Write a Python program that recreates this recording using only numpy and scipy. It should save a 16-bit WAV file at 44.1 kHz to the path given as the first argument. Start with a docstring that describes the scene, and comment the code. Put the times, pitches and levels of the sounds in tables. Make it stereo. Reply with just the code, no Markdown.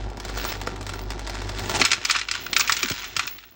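"""A plastic bag of brass cartridge cases is tipped over a hard plastic bowl in a small room.
First the bag crinkles, snaps and pops over a low electrical hum, and the cases jingle inside.
At about 1.7 s they slide to the bag's mouth. From 1.8 s the hum is quieter and the cases drop,
bounce and roll: the bowl clacks and thumps, and brass rings very high where case meets case.
The last small hits die away at about 3.5 s."""
import sys
import numpy as np
from scipy import signal
from scipy.fft import rfft, irfft, next_fast_len
from scipy.io import wavfile

SR = 44100
rng = np.random.default_rng(int(sys.argv[2]) if len(sys.argv) > 2 else 0)


def store_pcm(level_fs):
    """Save levels as 16-bit WAV."""
    pcm = np.round(np.clip(level_fs, -1, 1) * 32767).astype(np.int16)
    wavfile.write(sys.argv[1], SR, np.atleast_2d(pcm).T)


N = 156555
TIME = np.arange(N) / SR
# A "fade" is the time a sound takes to fall by 60 dB. 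A "tone" table boosts or cuts each pitch.
TICK_FADE_S, TICK_BAND_HZ = 0.0036, (5000, 16000)  # the sharp edge of a hit or a snap


def bowl_hits(chatter_db=-1.5, tick_db=5):
    """Each landing case ticks, chatters against the bowl and sets it ringing."""
    # cases striking the bowl: start_s, low_db, middle_db, high_db
    hits = [(1.7973, -44, -20, -22), (1.814, -13, -6.5, -17), (1.817, -39, -13, -36), (1.84, -22, -17, -48),
            (1.8495, -20, -14, -5.5), (1.858, -22, -14.5, -26), (1.906, -40, -20, -24),
            (1.9152, -21, -9, -8), (1.921, -23, -29, -16), (1.931, -18, -12, -14),
            (2.0502, -24, -14.5, -12.5), (2.0972, -16.5, -13.5, -21), (2.109, -23, -13, -7),
            (2.1499, -19.5, -19, -28), (2.158, -17.5, -19, -37), (2.163, -32, -18, -18.5),
            (2.1925, -27.5, -24, -21.5), (2.2134, -29, -19, -28), (2.285, -27, -19, -27.5),
            (2.312, -27, -17.5, -14), (2.351, -23.5, -22, -26), (2.4643, -26.5, -27.5, -30),
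            (2.5299, -27, -13, -18), (2.564, -16, -6, -8.5), (2.5956, -19, -38, -9),
            (2.604, -21.5, -26, -11), (2.608, -20.5, -12, -21), (2.6753, -44, -19.5, -21),
            (2.6948, -11, -15.5, -14.5), (2.7212, -25, -14.5, -8), (2.7664, -31, -23, -16),
            (2.8294, -22, -14, -12.5), (2.8844, -29, -29, -22), (2.899, -27, -23, -18.5),
            (2.916, -34, -22.5, -21.5), (3.042, -34, -32, -29), (3.165, -22, -15.5, -14),
            (3.1935, -17, -15, -17), (3.203, -29, -32, -44), (3.2745, -30, -21.5, -24),
            (3.384, -41.5, -32.5, -46), (3.4268, -49, -45, -55), (3.437, -43, -39, -55)]
    # the low, middle and high bands of a hit: from_hz, to_hz
    bands = [(1050, 1785), (2200, 4460), (4500, 9300)]
    # tone of a hit: pitch_hz, level_db
    tone = [(150, 13), (700, 1.5), (950, -1), (1250, 2), (2500, 6), (3500, -1.5), (5000, 2), (7000, 3),
            (9500, -1), (11500, -2), (16000, -5.5)]
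    out = np.zeros(N)
    for start_s, *band_dbs in hits:
        chatter = sum(from_db(db + chatter_db) * burst(fade_s=0.03, band_hz=band, hold_s=0.0009)
                      for db, band in zip(band_dbs, bands))
        add(out, start_s, chatter)
        add(out, start_s, from_db(band_dbs[-1] + tick_db) * burst(TICK_FADE_S, TICK_BAND_HZ))
        add(out, start_s, through(chatter, bowl_ring()))
    return colour(out, tone)


def bowl_ring(fade_s=0.04, gain_db=-2, pitch_spread=0.012, spread_db=4):
    """The bowl's own notes; each spot that is struck changes their pitch and strength a little."""
    # notes of the bowl: pitch_hz, level_db
    notes = [(1323, -7), (1572, -7), (1909, -9), (2040, -9), (2342, -11), (2514, -8), (2951, -7),
             (4221, -10), (4336, -8), (5073, -9), (5680, -10), (6900, -12)]
    hz, db = np.transpose(notes)
    detune, uneven = rng.standard_normal((2, len(hz)))
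    ring = ringing(hz * (1 + pitch_spread * detune), db + gain_db + spread_db * uneven, fade_s)
    return 2 * ring / fade(fade_s).sum()


def rolling():
    """Cases roll and jostle, and the bowl rings along."""
    # loudness of the rolling: time_s, level_db
    loudness = [(1.8, -66), (1.88, -26.5), (2.0, -40), (2.16, -24), (2.26, -47.5), (2.34, -32), (2.5, -42),
                (2.62, -31), (2.78, -29), (2.9, -33), (3.05, -35.5), (3.15, -41), (3.22, -34.5),
                (3.36, -47.5), (3.47, -53.5), (3.55, -59)]
    # tone of the rolling: pitch_hz, level_db
    tone = [(200, -14), (600, -12), (1200, 2.5), (2000, 6), (3000, 6.5), (4500, 0.5), (7000, 1.5),
            (10000, -21), (16000, -29)]
    contacts = crackle(loudness, tone, per_s=600, spread_db=5)
    return contacts + through(contacts, bowl_ring())


def bowl_thumps(echo_fade_s=0.06, echo_db=-1, low_cut_hz=50):
    """The bowl's wall flexes. 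High waves arrive first, so the pitch falls; rim echoes roughen it."""
    # flexes of the wall: start_s, level_db, start_pitch_hz, time_to_half_pitch_s, fade_s
    thumps = [(1.816, -19, 590, 0.0022, 0.08), (2.833, -26, 480, 0.016, 0.1),
              (2.906, -22.5, 600, 0.0022, 0.095), (3.168, -37, 715, 0.002, 0.12)]
    out, echo_fade = np.zeros(N), fade(echo_fade_s)
    for start_s, db, start_hz, halving_s, fade_s in thumps:
        decay = fade(fade_s)
        hz = start_hz / (1 + TIME[:len(decay)] / halving_s)
        wave = from_db(db) * decay * np.sin(2 * np.pi * np.cumsum(hz) / SR)
        echoes = rng.standard_normal(len(echo_fade)) * echo_fade / np.linalg.norm(echo_fade)
        add(out, start_s, wave)
        add(out, start_s, from_db(echo_db) * through(wave, echoes))
    return signal.sosfilt(signal.butter(2, low_cut_hz, "high", fs=SR, output="sos"), out)


def brass_tings(other_notes_db=-4):
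    """Case meets case: one clear, high note sounds over the case's other notes."""
    # cases touching: start_s, level_db, pitch_hz
    tings = [(0.375, -32, 13330), (0.468, -30, 11480), (1.855, -30, 13280), (2.045, -32, 13200),
             (2.095, -31, 13150), (2.42, -38, 13500), (2.582, -23, 15350), (2.72, -29, 13400),
             (2.902, -27, 15700), (3.165, -26, 13280), (3.27, -27, 15630), (3.311, -28, 15630)]
    out = np.zeros(N)
    for start_s, db, hz in tings:
        add(out, start_s, ringing(hz, db, fade_s=0.28, size=8000))
        add(out, start_s, from_db(db + other_notes_db) * case_ring())
    return out


def brass_jingle(per_s=130, spread_db=5):
    """A dozen cases take turns ringing in quick, light touches."""
    # loudness of the jingle: time_s, level_db
    loudness = [(0.05, -81), (.31, -54), (.38, -37), (.49, -27), (.6, -54), (.8, -76), (.9, -58),
                (1.03, -47), (1.12, -88), (1.52, -53), (1.63, -42), (1.8, -40), (1.95, -56), (2.26, -63),
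                (2.45, -39), (2.7, -29.5), (2.95, -38), (3.14, -45), (3.33, -55), (3.55, -50)]
    out = np.zeros(N)
    cases = [case_ring() for _ in range(12)]
    for k, slot_s in enumerate(np.arange(0, N / SR, 1 / per_s)):
        start_s = slot_s + rng.random() / per_s
        add(out, start_s, from_db(spread_db * rng.standard_normal()) * cases[k % len(cases)])
    return level(loudness) * unit_power(out)


def case_ring(pitch_spread=0.004, spread_db=4):
    """One brass case rings, with its own tuning and its own strength in each note."""
    # notes of a case: pitch_hz, level_db, fade_s
    notes = [(11050, -14, .16), (11650, -17, .12), (12380, -15, .16), (13280, -12, .14), (13550, -14, .12),
             (15350, -1, .11), (15650, -1, .11)]
    hz, db, fade_s = np.transpose(notes)
    tuning = 1 + pitch_spread * rng.standard_normal()
    return ringing(hz * tuning, db + spread_db * rng.standard_normal(len(hz)), fade_s, size=8000)


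def bag_snaps(tick_db=6, body_db=-7):
    """Folds in the bag snap: a bright tick on top of a fuller burst of noise."""
    # snapping folds: start_s, level_db
    snaps = [(0.1, -28.5), (0.171, -24), (0.2, -17), (0.25, -15.5), (0.282, -23.5), (0.297, -20),
             (0.374, -14.5), (0.45, -11), (0.519, -18.5), (0.614, -15), (0.671, -14.5), (0.76, -22.5),
             (0.81, -20), (0.828, -24), (0.866, -16), (0.892, -14), (0.936, -17), (0.991, -20),
             (1.104, -14), (1.118, -20), (1.193, -18.5), (1.273, -17), (1.296, -15), (1.344, -26),
             (1.352, -21), (1.418, -18.5), (1.471, -27), (1.493, -15), (1.593, -13.5), (1.695, -8),
             (1.753, -16)]
    # tone of a snap's body: pitch_hz, level_db
    tone = [(100, -7), (450, 5.5), (900, 8.5), (1600, 6), (2600, 2), (6000, 0), (10000, 2), (16000, -40)]
    bodies, ticks = np.zeros((2, N))
    for start_s, db in snaps:
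        add(ticks, start_s, from_db(db + tick_db) * burst(TICK_FADE_S, TICK_BAND_HZ))
        add(bodies, start_s, from_db(db + body_db) * burst(fade_s=0.03, band_hz=(150, 16000)))
    return colour(bodies, tone) + ticks


def bag_slide():
    """Cases scrape down the plastic to the mouth, with the hollow tone of the bag."""
    # loudness of the slide: time_s, level_db
    loudness = [(1.55, -45), (1.68, -36.5), (1.73, -33), (1.762, -11), (1.785, -51), (1.805, -12.5),
                (1.84, -37), (1.89, -61)]
    # tone of the slide: pitch_hz, level_db
    tone = [(100, -28), (600, -11), (830, 11.5), (1100, -7), (1800, -12), (2700, 2), (4000, -13),
            (7000, 1.5), (9500, 2.5), (11000, -38), (16000, -41)]
    sliding = (TIME > loudness[0][0]) & (TIME < loudness[-1][0])
    return sliding * crackle(loudness, tone, per_s=430, spread_db=15)


def bag_crinkle():
    """Many tiny creases crack as the bag moves."""
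    # loudness of the crinkling: time_s, level_db
    loudness = [(0, -42.5), (.15, -53), (.26, -40.5), (.34, -38.5), (.39, -33.5), (.5, -28), (.58, -40.5),
                (.64, -42), (.73, -42.5), (.85, -49.5), (.89, -38), (1.05, -45.5), (1.22, -44), (1.3, -36),
                (1.52, -38.5), (1.6, -33.5), (1.68, -34), (1.76, -26.5), (1.82, -32), (1.9, -40),
                (2.0, -38.5), (2.25, -47.5), (3.55, -69)]
    # tone of the crinkling: pitch_hz, level_db
    tone = [(100, -20.5), (300, 8.5), (700, 0), (1700, 4.5), (2400, 0.5), (4000, 0.5), (7500, -4.5),
            (9200, -8), (11000, -12), (16500, -27)]
    return crackle(loudness, tone, per_s=380, spread_db=4)


def bag_pops():
    """The bag buckles, and a pocket of air and plastic rings with a hollow pop."""
    # buckles of the bag: start_s, level_db
    pops = [(0.297, -26.5), (0.373, -28.5), (0.6745, -17.5), (1.695, -32)]
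    # notes of the pocket: pitch_hz, level_db, fade_s
    notes = [(500, -0.5, 0.033), (674, -5.5, 0.034), (1330, 4.5, 0.011)]
    out = np.zeros(N)
    for start_s, db in pops:
        add(out, start_s, from_db(db) * ringing(*np.transpose(notes)))
    return out


def bag_rumble():
    """The cases shift inside the bag with a dull rumble."""
    # loudness of the rumble: time_s, level_db
    loudness = [(0, -39), (.45, -39), (.8, -38), (1.5, -39.5), (1.65, -34), (1.72, -30), (1.81, -28.5),
                (1.88, -47.5), (2.0, -46), (2.26, -53.5), (2.55, -40), (2.9, -48.5), (3.25, -47),
                (3.4, -57), (3.55, -57)]
    # tone of the rumble: pitch_hz, level_db
    tone = [(25, -32), (50, -8), (75, 1), (110, 2), (150, -5), (290, 1), (346, 3), (430, -2), (620, -6),
            (810, -4), (1100, -11), (2500, -22), (8000, -45)]
    return crackle(loudness, tone, per_s=500, spread_db=4.5)


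def room_echoes(sound, fade_s=0.11, rise_s=0.00067, gain_db=-10.5):
    """Sound bounces around the bowl and the room, partly differently on the left and right."""
    # how much the two sides differ: pitch_hz, level_db
    side_tone = [(100, -25.5), (400, -0.5), (1400, -6.5), (3500, 9.5), (6000, -2.5), (10000, -13),
                 (15500, -13)]
    decay = fade(fade_s)
    decay *= 1 - np.exp(-TIME[:len(decay)] / rise_s)
    decay /= np.linalg.norm(decay)
    middle, side = (through(sound, noise[:len(decay)] * decay) for noise in rng.standard_normal((2, N)))
    return from_db(gain_db) * (middle + colour(side, side_tone) * np.array([[1], [-1]]))


def hum():
    """An electrical hum of two low notes that waver slightly."""
    # notes of the hum: pitch_hz, level_db
    notes = [(48.7, 2), (98.6, -3.5)]
    # loudness of the hum: time_s, level_db
    loudness = [(0, -36.5), (1.8, -35.5), (1.9, -52), (2.3, -54), (3.2, -52), (3.55, -72)]
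    out = np.zeros(N)
    for k, (hz, db) in enumerate(notes):
        gain = from_db(db + .5 * (k + 5.5) * waver())
        out += gain * np.sin(2 * np.pi * hz * TIME + 0.058 * (k + 1) * waver())
    return np.sqrt(2) * level(loudness) * out


def waver(below_hz=4):
    """A slow, random drift up and down."""
    smoothing = signal.butter(2, below_hz, fs=SR, output="sos")
    return unit_power(signal.sosfilt(smoothing, rng.standard_normal(N + SR))[SR:])


def burst(fade_s, band_hz, hold_s=0, rise_s=0.00068, size=4096):
    """A flurry of tiny contacts: a band of noise that rises, holds and fades."""
    band = signal.butter(2, band_hz, "band", fs=SR, output="sos")
    t = TIME[:size]
    shape = from_db(-60 * np.maximum(t - hold_s, 0) / fade_s) * (1 - np.exp(-t / rise_s))
    noise = signal.sosfilt(band, rng.standard_normal(size) * shape)
    return unit_power(noise) * np.sqrt(np.mean(shape ** 2))


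def crackle(loudness, tone, per_s, spread_db, fade_s=0.0057, rustle_db=-4):
    """Tiny random cracks of uneven size over a soft rustle, shaped in tone and loudness."""
    sizes = from_db(spread_db * np.minimum(rng.exponential(1, N), np.pi))
    cracks = sizes * (rng.random(N) < per_s / SR)
    power = np.abs(through(cracks ** 2, fade(fade_s) ** 2))
    noise = rng.standard_normal(N) * np.sqrt(power / power.mean() + from_db(rustle_db) ** 2)
    return level(loudness) * unit_power(colour(noise, tone))


def ringing(hz, db, fade_s, size=4096):
    """Pure notes that start together and fade."""
    t = TIME[:size, None]
    return np.sum(from_db(db - 60 * t / fade_s) * np.sin(2 * np.pi * hz * t), axis=1)


def colour(sound, tone, size=4096):
    """Filter a sound to follow (pitch_hz, level_db) points."""
    gains = from_db(at_hz(tone, np.fft.rfftfreq(size, 1 / SR)))
    cepstrum = irfft(np.log(gains))
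    # fold the second half onto the first, so the filter never sounds ahead of its input
    cepstrum[1:size // 2] *= 2
    cepstrum[size // 2 + 1:] = 0
    return through(sound, irfft(np.exp(rfft(cepstrum))))


def through(sound, response):
    """Let every sample of a sound set off a copy of the response (convolution)."""
    return signal.fftconvolve(sound, response)[:N]


def add(out, start_s, sound):
    """Mix a sound in at its start time."""
    i = int(start_s * SR)
    out[i:i + len(sound)] += sound[:max(N - i, 0)]


def fade(fade_s):
    """A gain that falls from 1 down to -60 dB."""
    return from_db(-60 * TIME[:int(fade_s * SR)] / fade_s)


def level(points):
    """Gain over time from (time_s, level_db) points."""
    return from_db(np.interp(TIME, *np.transpose(points)))


def at_hz(points, hz):
    """Read between (pitch_hz, value) points, with every octave equally wide."""
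    pitches, values = np.transpose(points)
    return np.interp(np.log(hz + 1e-6), np.log(pitches), values)


def unit_power(sound):
    """Scale to an average power of 1."""
    return sound / np.sqrt(np.mean(sound ** 2) + 1e-20)


def from_db(db):
    """Decibels to gain."""
    return 10 ** (np.asarray(db) / 20)


def scene(left_minus_right_db=-0.5):
    """Bag, bowl and hum in the room, reaching the left and right a little apart in time."""
    # how far the left side is ahead of the right: pitch_hz, phase_rad
    left_lead = [(150, 0), (800, -.2), (2000, .1), (3000, 1.1), (3700, .35), (5000, .6), (6000, 1.35),
                 (10000, 3.1), (14000, 3.3), (15500, 4.3)]
    bag = bag_snaps() + bag_pops() + bag_crinkle() + bag_rumble() + bag_slide()
    cases = bowl_hits() + rolling() + bowl_thumps() + brass_tings() + brass_jingle()
    sides = np.array([[.5], [-.5]])  # left and right each take half of a difference
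    sound = bag + cases * from_db(left_minus_right_db * sides) + room_echoes(bag + cases) + hum()
    size = next_fast_len(N + SR)
    phase = at_hz(left_lead, np.fft.rfftfreq(size, 1 / SR))
    return irfft(rfft(sound, size) * np.exp(1j * phase * sides), size)[:, :N]


def record(dry):
    """Round off the loudest peaks and cut the treble above 16200 Hz."""
    rounded = 1.029 * np.tanh(dry / 1.12)
    return signal.sosfilt(signal.ellip(10, .2, 70, 16200, fs=SR, output="sos"), rounded)


dry = scene()
out = record(dry)
store_pcm(out)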